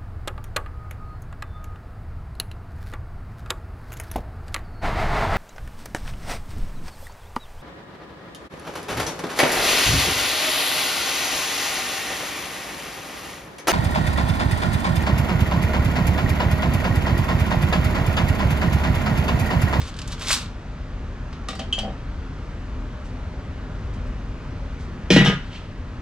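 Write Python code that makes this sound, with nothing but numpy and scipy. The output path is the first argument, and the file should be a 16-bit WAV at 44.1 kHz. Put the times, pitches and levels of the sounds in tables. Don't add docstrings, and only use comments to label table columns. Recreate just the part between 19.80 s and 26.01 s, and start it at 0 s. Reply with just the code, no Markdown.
import sys
import numpy as np
from scipy import signal
from scipy.fft import rfft, irfft
from scipy.io import wavfile
from scipy.ndimage import uniform_filter1d

SR = 44100
rng = np.random.default_rng(int(sys.argv[2]) if len(sys.argv) > 2 else 0)


def to_wav(sig):
    pcm = np.clip(np.atleast_2d(sig), -1, 1) * 32767
    pcm = np.round(pcm).astype(np.int16)
    wavfile.write(sys.argv[1], SR, pcm.T)


N = 273930

# frequency in Hz, relative level in dB.
AIR_SPECTRUM = [(12, -41), (20, -4), (64, -1), (174, -11), (249, -13), (310, -19.5), (497, -21.5),
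                (603, -25), (674, -26), (1310, -26), (6360, -47), (10500, -64.5), (12400, -70),
                (13400, -96), (15000, -100)]
# time in seconds, level in dB (about half the swing is used).
TRAFFIC_LEVEL = [(0.0, -30.5), (0.79, -32), (1.76, -30), (3.32, -29.5), (3.6, -30), (4.1, -29),
                 (5.3, -29.5), (5.91, -33.5), (6.21, -31.5)]
# frequency in Hz, left-right likeness (below 0 counts as 0).
AIR_LIKENESS = [(60, 1), (180, 0.98), (550, 0.95), (1650, 0.74), (4970, 0.86), (15000, -1.2)]
# frequency in Hz, lead of the left side in radians.
AIR_LEAD = [(60, 0.12), (3000, -0.24), (8000, 0.11)]
# frequency in Hz, left minus right in dB.
AIR_BALANCE = [(60, 0.5), (1000, -2), (4000, 2), (15000, -0.5)]
# frequency in Hz, width in Hz, height over the air in dB.
MACHINE_HUM = [(41.88, 4.54, 9.), (81.6, 3.8, 3.5), (256.1, 7.2, 9), (605, 18, 8)]
# frequency in Hz, relative level in dB.
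FOIL_SPECTRUM = [(240, -35), (400, 1), (481, -16), (519, -13), (738, -8), (1150, 10.5), (1630, -2),
                 (3790, 3.5), (7790, -7), (15500, -33.5)]
# peak time in seconds, level in dB, rise and fall in dB per second.
FOIL_PUSHES = [(0.0, -40.5, 200, 120), (0.085, -40, 150, 350), (0.198, -44.5, 160, 70),
               (0.28, -44, 1000, 360), (0.333, -36.5, 250, 450), (0.428, -32, 340, 394),
               (0.528, -17, 265, 328), (0.574, -32.5, 300, 150)]
# start in seconds, level in dB, centre in Hz.
CREASE_SNAPS = [(0.015, -26, 3480), (.058, -40, 7000), (.091, -39, 7950), (0.14, -33, 4000),
                (0.165, -33, 5000), (.188, -22.5, 4570), (0.216, -26, 4100), (.276, -26, 7500),
                (.308, -36, 4000), (0.32, -25, 5030), (.379, -34, 2000), (.395, -32, 7000),
                (0.41, -23.5, 2000), (0.47, -18, 4000), (0.483, -15, 5040), (.504, -10, 1470),
                (.528, -14, 4000)]
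# start in seconds, crack level in dB, crack centre in Hz,
# then in dB the tongs' level, the boosts of their arm mode and tips, the grate's level, the bowl's level.
TONG_TOUCHES = [(1.527, -38, 2880, -59, 0., 0., -56, -65), (1.685, -24, 6100, -57.5, 6., 8., -33, -39),
                (1.705, -32, 4000, -70, 0., 0., -41.5, -46), (1.73, -44, 1200, -70, 0., 0., -42.5, -39),
                (1.752, -35, 8000, -57, 36., 20, -47, -57), (1.792, -27, 4440, -39, 11, -11, -44, -34),
                (1.815, -42, 3000, -44, 11, -14, -55, -41), (1.926, -25.5, 6000, -19, -1.5, -3.5, -53, -63),
                (1.978, -30.5, 1200, -72, 0., 0., -45, -36), (1.987, -25, 7000, -26, 11, -11., -55, -43),
                (2.03, -48, 800, -70, 0., 0., -55, -33.5), (2.045, -35, 700, -70, 0., 0., -60, -29.5),
                (2.075, -38, 700, -61, 0., 0., -59, -35), (2.1, -38, 600, -70, 0., 0., -58, -39)]
# frequency in Hz, level in dB, t60 in seconds.
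TONG_MODES = [(2600, -20, .08), (2630, -10, 0.14), (2920, -0.5, 0.069), (3040, -5, 0.19), (3115, -4, 0.16),
              (3187, 7, 0.049), (3306, -4, 0.05), (3550, -22, 0.13), (4630, -25.5, 0.35), (6900, -19, 0.18),
              (7460, -31, .1), (9500, -36, 0.13), (10800, -46, .06)]
GRATE_MODES = [(1169, 6.5, 0.084), (1257, 5.5, 0.053), (1415, -3, 0.079), (1910, 2.5, 0.066),
               (2300, -17, 0.11), (2760, -10, 0.19), (3140, -18, 0.19), (3640, -3, .08), (3840, -10, 0.13),
               (4040, -5, 0.087), (4860, -23, .1), (5370, -5, .12), (6100, -18, .08), (8000, -16, 0.07)]
BOWL_MODES = [(207, 0.5, 0.3), (500, -2, 0.14), (570, -2.5, 0.2), (652, 0, 0.16), (770, 6, 0.11)]
# start in seconds, level in dB, centre in Hz, length in seconds.
SOFT_SCUFFS = [(2.45, -59.5, 6000, .05), (3.088, -35, 1600, 0.0065), (3.244, -46.5, 5970, 0.072),
               (4.132, -46, 6000, .04), (4.265, -48, 7000, 0.022), (4.986, -43, 4900, 0.098),
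               (5.253, -36, 1200, 0.032)]
# start in seconds, then force, boom and treble in dB.
LID_BLOWS = [(5.3028, 2, -2.5, 7.5), (5.318, -12, 1, 11), (5.334, -8.5, 14, 6), (5.361, 3.5, 1, 4),
             (5.385, -4, 8, 0.), (5.41, -4, 11.5, -9), (5.446, -11, -9, 9), (5.459, -0.5, -14, -1),
             (5.472, -5, 9, -2), (5.497, -10.5, 9.5, -16), (5.525, -14., 6, -19)]
# frequency in Hz, t60 in seconds, levels in dB when struck at rim places 0, 1, 2.
LID_MODES = [(140, 0.29, -26, -17.5, -15.5), (175.3, 0.33, -7, -20, -20.5), (195, 0.23, -12.5, -17.5, -19),
             (272.3, 0.2, -19, -9, -31), (346, 0.087, -10.5, -18, -24), (475.6, 0.11, -11.5, -19.5, -23),
             (605, 0.053, -17, -20, -47), (806.5, 0.22, -32, -29, -22), (974, 0.32, -38, -27, -32.5),
             (1238, 0.45, -43, -49, -29.5), (1437, 0.4, -57, -27, -27), (1607, 0.2, -48, -31, -30),
             (1663, 0.58, -45, -37, -21), (1833, 0.28, -24.5, -31, -40), (1939, 0.6, -36, -15, -33),
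             (1954, 0.45, -39, -22, -32), (2200, 0.41, -30, -29.5, -42), (2440, 0.16, -16.5, -25.5, -41),
             (2667, 0.53, -32, -31, -37), (2730, 0.28, -34, -35, -47), (2930, 0.53, -34, -23, -28.5),
             (3040, 0.23, -22, -37, -45), (3080, 0.068, -31, -40, -17), (3140, 0.21, -23, -29, -43),
             (3430, 0.33, -30, -34, -38), (3623, 0.18, -31, -37, -28.5), (3840, 0.3, -37, -31, -39),
             (4104, 0.37, -27, -51, -40), (4800, 0.23, -32, -43.5, -50), (5180, 0.17, -37, -40, -50),
             (5380, .08, -29, -41, -33), (5540, .05, -36, -48, -28), (5720, .08, -35, -45, -34),
             (5940, 0.19, -42, -46, -45), (6150, 0.22, -38, -48, -45)]
# frequency in Hz, relative level in dB.
CRASH_SPECTRUM = [(190, -33), (330, 2), (971, -19), (1040, -16.5), (1910, -11), (2320, -12), (3050, -5),
                  (4340, -19.5), (5350, -21.5), (15500, -57)]
# frequency in Hz, t60 in seconds.
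CRASH_T60 = [(150, 0.47), (500, 0.16), (1500, 0.44), (3000, 0.2), (6000, 0.23), (12000, 0.2)]
# peak time in seconds, level in dB, rise and fall in dB per second.
RIM_RUBS = [(5.5, -52, 400, 110), (5.66, -52.5, 60, 44), (5.728, -45, 900, 100), (5.765, -43, 200, 400)]
# frequency in Hz, left minus right in dB.
MIC_BALANCE = [(60, 0.9), (300, 1), (2400, 1.), (5000, -1), (9000, -1)]
# frequency in Hz, lag of the left side in radians.
MIC_LAG = [(300, 0.058), (3000, 0.64), (5500, 1.51), (9000, 0.63), (12000, 1.5)]

BRIGHTEN, PLAIN_DB = 0.24, -39.5
TONGS_FREE_S, GRILL_FREE_S, LID_FREE_S = 0.057, .04, 0.082
FIRST_PLACE, ROLL_PER_S = 0.25, 10.8
CRASH_DB, CRASH_SHARE = -12.5, 0.31
SEATED_S, CRASH_FALL_DB_PER_S = 5.465, 300
KNOCK_DB, KNOCK_HZ, KNOCK_T60_S = -11, 480, 0.036
SNAP_T60_S = 0.042
BASS_CUT_HZ, BAND_LIMIT_HZ = 20.0, 15750


def amp(db):
    return 10 ** (np.asarray(db) / 20)


def unit(x):
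    return x / np.sqrt(np.mean(x ** 2) + 1e-20)


def read(points, hz):
    f, value = np.transpose(points)
    return np.interp(np.log(hz + 1), np.log(f + 1), value)


def add(mix, s, sound):
    part = mix[round(s * SR):][:len(sound)]
    part += sound[:len(part)]


def hump(centre_hz, narrow_db):
    return lambda f: -narrow_db * np.log2(f / centre_hz + 0.015) ** 2 - 13.3 * (f / 10000) ** 2


def swells(rows, t):
    at, db, rise, fall = np.transpose(rows)[:, :, None]
    gains = amp(db - np.maximum(rise * (at - t), fall * (t - at)))
    return 10 * np.log10(np.sum(gains ** 2, axis=0) + 1e-30)


def burst(shape_db, t60, seconds):
    t = np.arange(round(seconds * SR)) / SR
    hz, frame_s, z = signal.stft(rng.standard_normal(len(t)), SR, nperseg=256, noverlap=192)
    band_t60 = t60 if np.isscalar(t60) else read(t60, hz)[:, None]
    z = z * unit(amp(shape_db(hz)))[:, None] * amp(-60 * frame_s / band_t60)
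    noise = signal.istft(z, SR, nperseg=256, noverlap=192)[1][:len(t)]
    return noise * np.minimum(t / 0.0015, 1) / 1.92


def ring(hz, db, t60, free_s, choked_t60, rise_s=0.00052):
    t = np.arange(round(.6 * SR)) / SR
    modes = amp(db - 60 * t[:, None] / t60) * np.sin(2 * np.pi * hz * t[:, None])
    signs = (-1.) ** np.arange(len(hz))
    choke = amp(-60 * np.maximum(t - free_s, 0) / choked_t60)
    return (modes @ signs) * choke * np.minimum(t / rise_s, 1)


def yard_air():
    frames, hz = N // 1024 + 9, np.fft.rfftfreq(8192, 1 / SR)
    left_re, left_im, apart_re, apart_im, patches = rng.standard_normal((frames, 4097, 5)).T
    left, apart = left_re + 1j * left_im, apart_re + 1j * apart_im
    alike = np.clip(read(AIR_LIKENESS, hz), 0, 1)[:, None]
    right = alike * left * np.exp(-1j * read(AIR_LEAD, hz))[:, None] + np.sqrt(1 - alike ** 2) * apart
    side = amp(read(AIR_BALANCE, hz) / 2)[:, None]
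    hum_db = sum(db / (1 + (2 * (hz - f) / width) ** 2) for f, width, db in MACHINE_HUM)
    colour_db = (read(AIR_SPECTRUM, hz) + hum_db)[:, None]
    drift_db = 1.06 * unit(uniform_filter1d(uniform_filter1d(patches, size=40, axis=0), size=5, axis=1))
    at, level_db = np.transpose(TRAFFIC_LEVEL)
    swell_db = np.interp(np.arange(frames) * 1024 / SR, at, level_db - level_db.mean())
    share = read([(200, 0.56), (1000, 0.42)], hz)[:, None]
    z = np.array([left * side, right / side]) * amp(colour_db + drift_db + share * swell_db)
    return amp(level_db.mean()) * unit(signal.istft(z, nperseg=8192, noverlap=7168)[1][:, :N])


def foil():
    out, n = np.zeros(N), SR
    spray = rng.standard_normal(n) * amp(2.6 * np.minimum(rng.exponential(1, n), 4))
    spray *= rng.random(n) < 12000 / SR
    hz, t, z = signal.stft(unit(spray), SR, nperseg=128)
    tilt_db = BRIGHTEN * np.maximum(swells(FOIL_PUSHES, t) - PLAIN_DB, -25)
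    colour = amp(read(FOIL_SPECTRUM, hz)[:, None] + np.log2(hz[:, None] / 4000 + 0.13) * tilt_db)
    z = z * colour / np.sqrt(np.mean(colour ** 2, axis=0))
    rustle = signal.istft(z, SR, nperseg=128)[1][:n]
    add(out, 0, rustle * amp(swells(FOIL_PUSHES, np.arange(n) / SR)))
    for at, db, centre_hz in CREASE_SNAPS:
        add(out, at, amp(db) * burst(hump(centre_hz, 5.4), SNAP_T60_S, seconds=.15))
    return out


def tongs():
    out = np.zeros(N)
    hz, db, t60 = np.transpose(TONG_MODES)
    grate = ring(*np.transpose(GRATE_MODES), GRILL_FREE_S, choked_t60=.1)
    bowl = ring(*np.transpose(BOWL_MODES), GRILL_FREE_S, choked_t60=0.11, rise_s=0.0064)
    for at, crack_db, crack_hz, tongs_db, arm_db, tips_db, grate_db, bowl_db in TONG_TOUCHES:
        boost_db = read([(3600, 0), (4600, arm_db), (6800, tips_db)], hz)
        clink = ring(hz, tongs_db + db + boost_db, t60, TONGS_FREE_S, choked_t60=.07)
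        crack = burst(hump(crack_hz, 3.6), [(1000, 0.31), (5000, 0.093), (11000, 0.038)], seconds=.3)
        add(out, at, clink + amp(grate_db) * grate + amp(bowl_db) * bowl)
        add(out, at, amp(crack_db) * crack)
    return out


def scuffs():
    out = np.zeros(N)
    for at, db, centre_hz, length in SOFT_SCUFFS:
        brush = burst(hump(centre_hz, 9.8), t60=3 * length, seconds=.3)
        fade_in = np.minimum(np.arange(len(brush)) / SR / (0.25 * length), 1)
        add(out, at, amp(db) * brush * fade_in)
    return out


def lid():
    out = np.zeros(N)
    hz, t60, *places_db = np.transpose(LID_MODES)
    for at, force_db, boom_db, treble_db in LID_BLOWS:
        place = np.clip(FIRST_PLACE + ROLL_PER_S * (at - LID_BLOWS[0][0]), 0, 2)
        nearness = np.maximum(1 - abs(place - np.arange(len(places_db))), 0)
        treble = [(280, 0), (3000, 0), (6000, treble_db)]
        modes_db = force_db + nearness @ places_db + read([(200, boom_db)] + treble, hz)
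        add(out, at, ring(hz, modes_db, t60, LID_FREE_S, choked_t60=0.099))
        crash_db = CRASH_DB + CRASH_SHARE * force_db - CRASH_FALL_DB_PER_S * max(at - SEATED_S, 0)
        crash = burst(lambda f: read(CRASH_SPECTRUM, f) + read(treble, f), CRASH_T60, seconds=.6)
        add(out, at, amp(crash_db) * crash)
        knock = burst(hump(KNOCK_HZ, 10.0), KNOCK_T60_S, seconds=.15)
        add(out, at, amp(KNOCK_DB + force_db + min(boom_db, 0)) * knock)
    return out


def rim_grind(start_s=5.4):
    out = np.zeros(N)
    rub = burst(lambda f: hump(2800, 6.0)(f) + 6.5 / (1 + ((f - 3050) / 250) ** 2), 1e3, seconds=0.52)
    level_db = swells(RIM_RUBS, start_s + np.arange(len(rub)) / SR)
    add(out, start_s, unit(rub) * amp(level_db))
    return out


def patio_echo(x, decay_s):
    taps = np.zeros((2, SR // 2))
    slots = np.arange(200, SR // 2 - 20, 20)
    arrivals = slots + rng.integers(0, 20, (2, len(slots)))
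    np.put_along_axis(taps, arrivals, rng.choice([-1., 1.], arrivals.shape), 1)
    hz, t, z = signal.stft(taps, SR, nperseg=256)
    t60 = decay_s * read([(300, 0.45), (2000, 0.97), (10000, 0.69)], hz)[:, None]
    bass_cut = amp(read([(150, -12.5), (1500, 1.5), (8000, 5.0)], hz))[:, None]
    tail = signal.istft(z * bass_cut * amp(-60 * t / t60), SR, nperseg=256)[1]
    return signal.fftconvolve(x[None], tail / np.linalg.norm(tail[0]), axes=1)[:, :N]


def scene():
    rustles = foil() + scuffs()
    steel = tongs() + lid() + rim_grind()
    echo = amp(-9.5) * patio_echo(rustles, decay_s=0.31) + amp(-6.0) * patio_echo(steel, decay_s=0.34)
    return rustles + steel + echo + yard_air()


def record(dry):
    hz, sides = np.fft.rfftfreq(N, 1 / SR), np.array([[.5], [-.5]])
    pair = amp(sides * read(MIC_BALANCE, hz)) * np.exp(-1j * sides * read(MIC_LAG, hz))
    bass_cut = 1 / np.sqrt(1 + (BASS_CUT_HZ / (hz + 1)) ** 6)
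    clipped = np.clip(irfft(rfft(dry) * pair * bass_cut, N), -1, 1)
    lowpass = signal.firwin(511, BAND_LIMIT_HZ, window=("kaiser", 9), fs=SR)
    return signal.oaconvolve(clipped, lowpass[None], "same")


dry = scene()
out = record(dry)
to_wav(out)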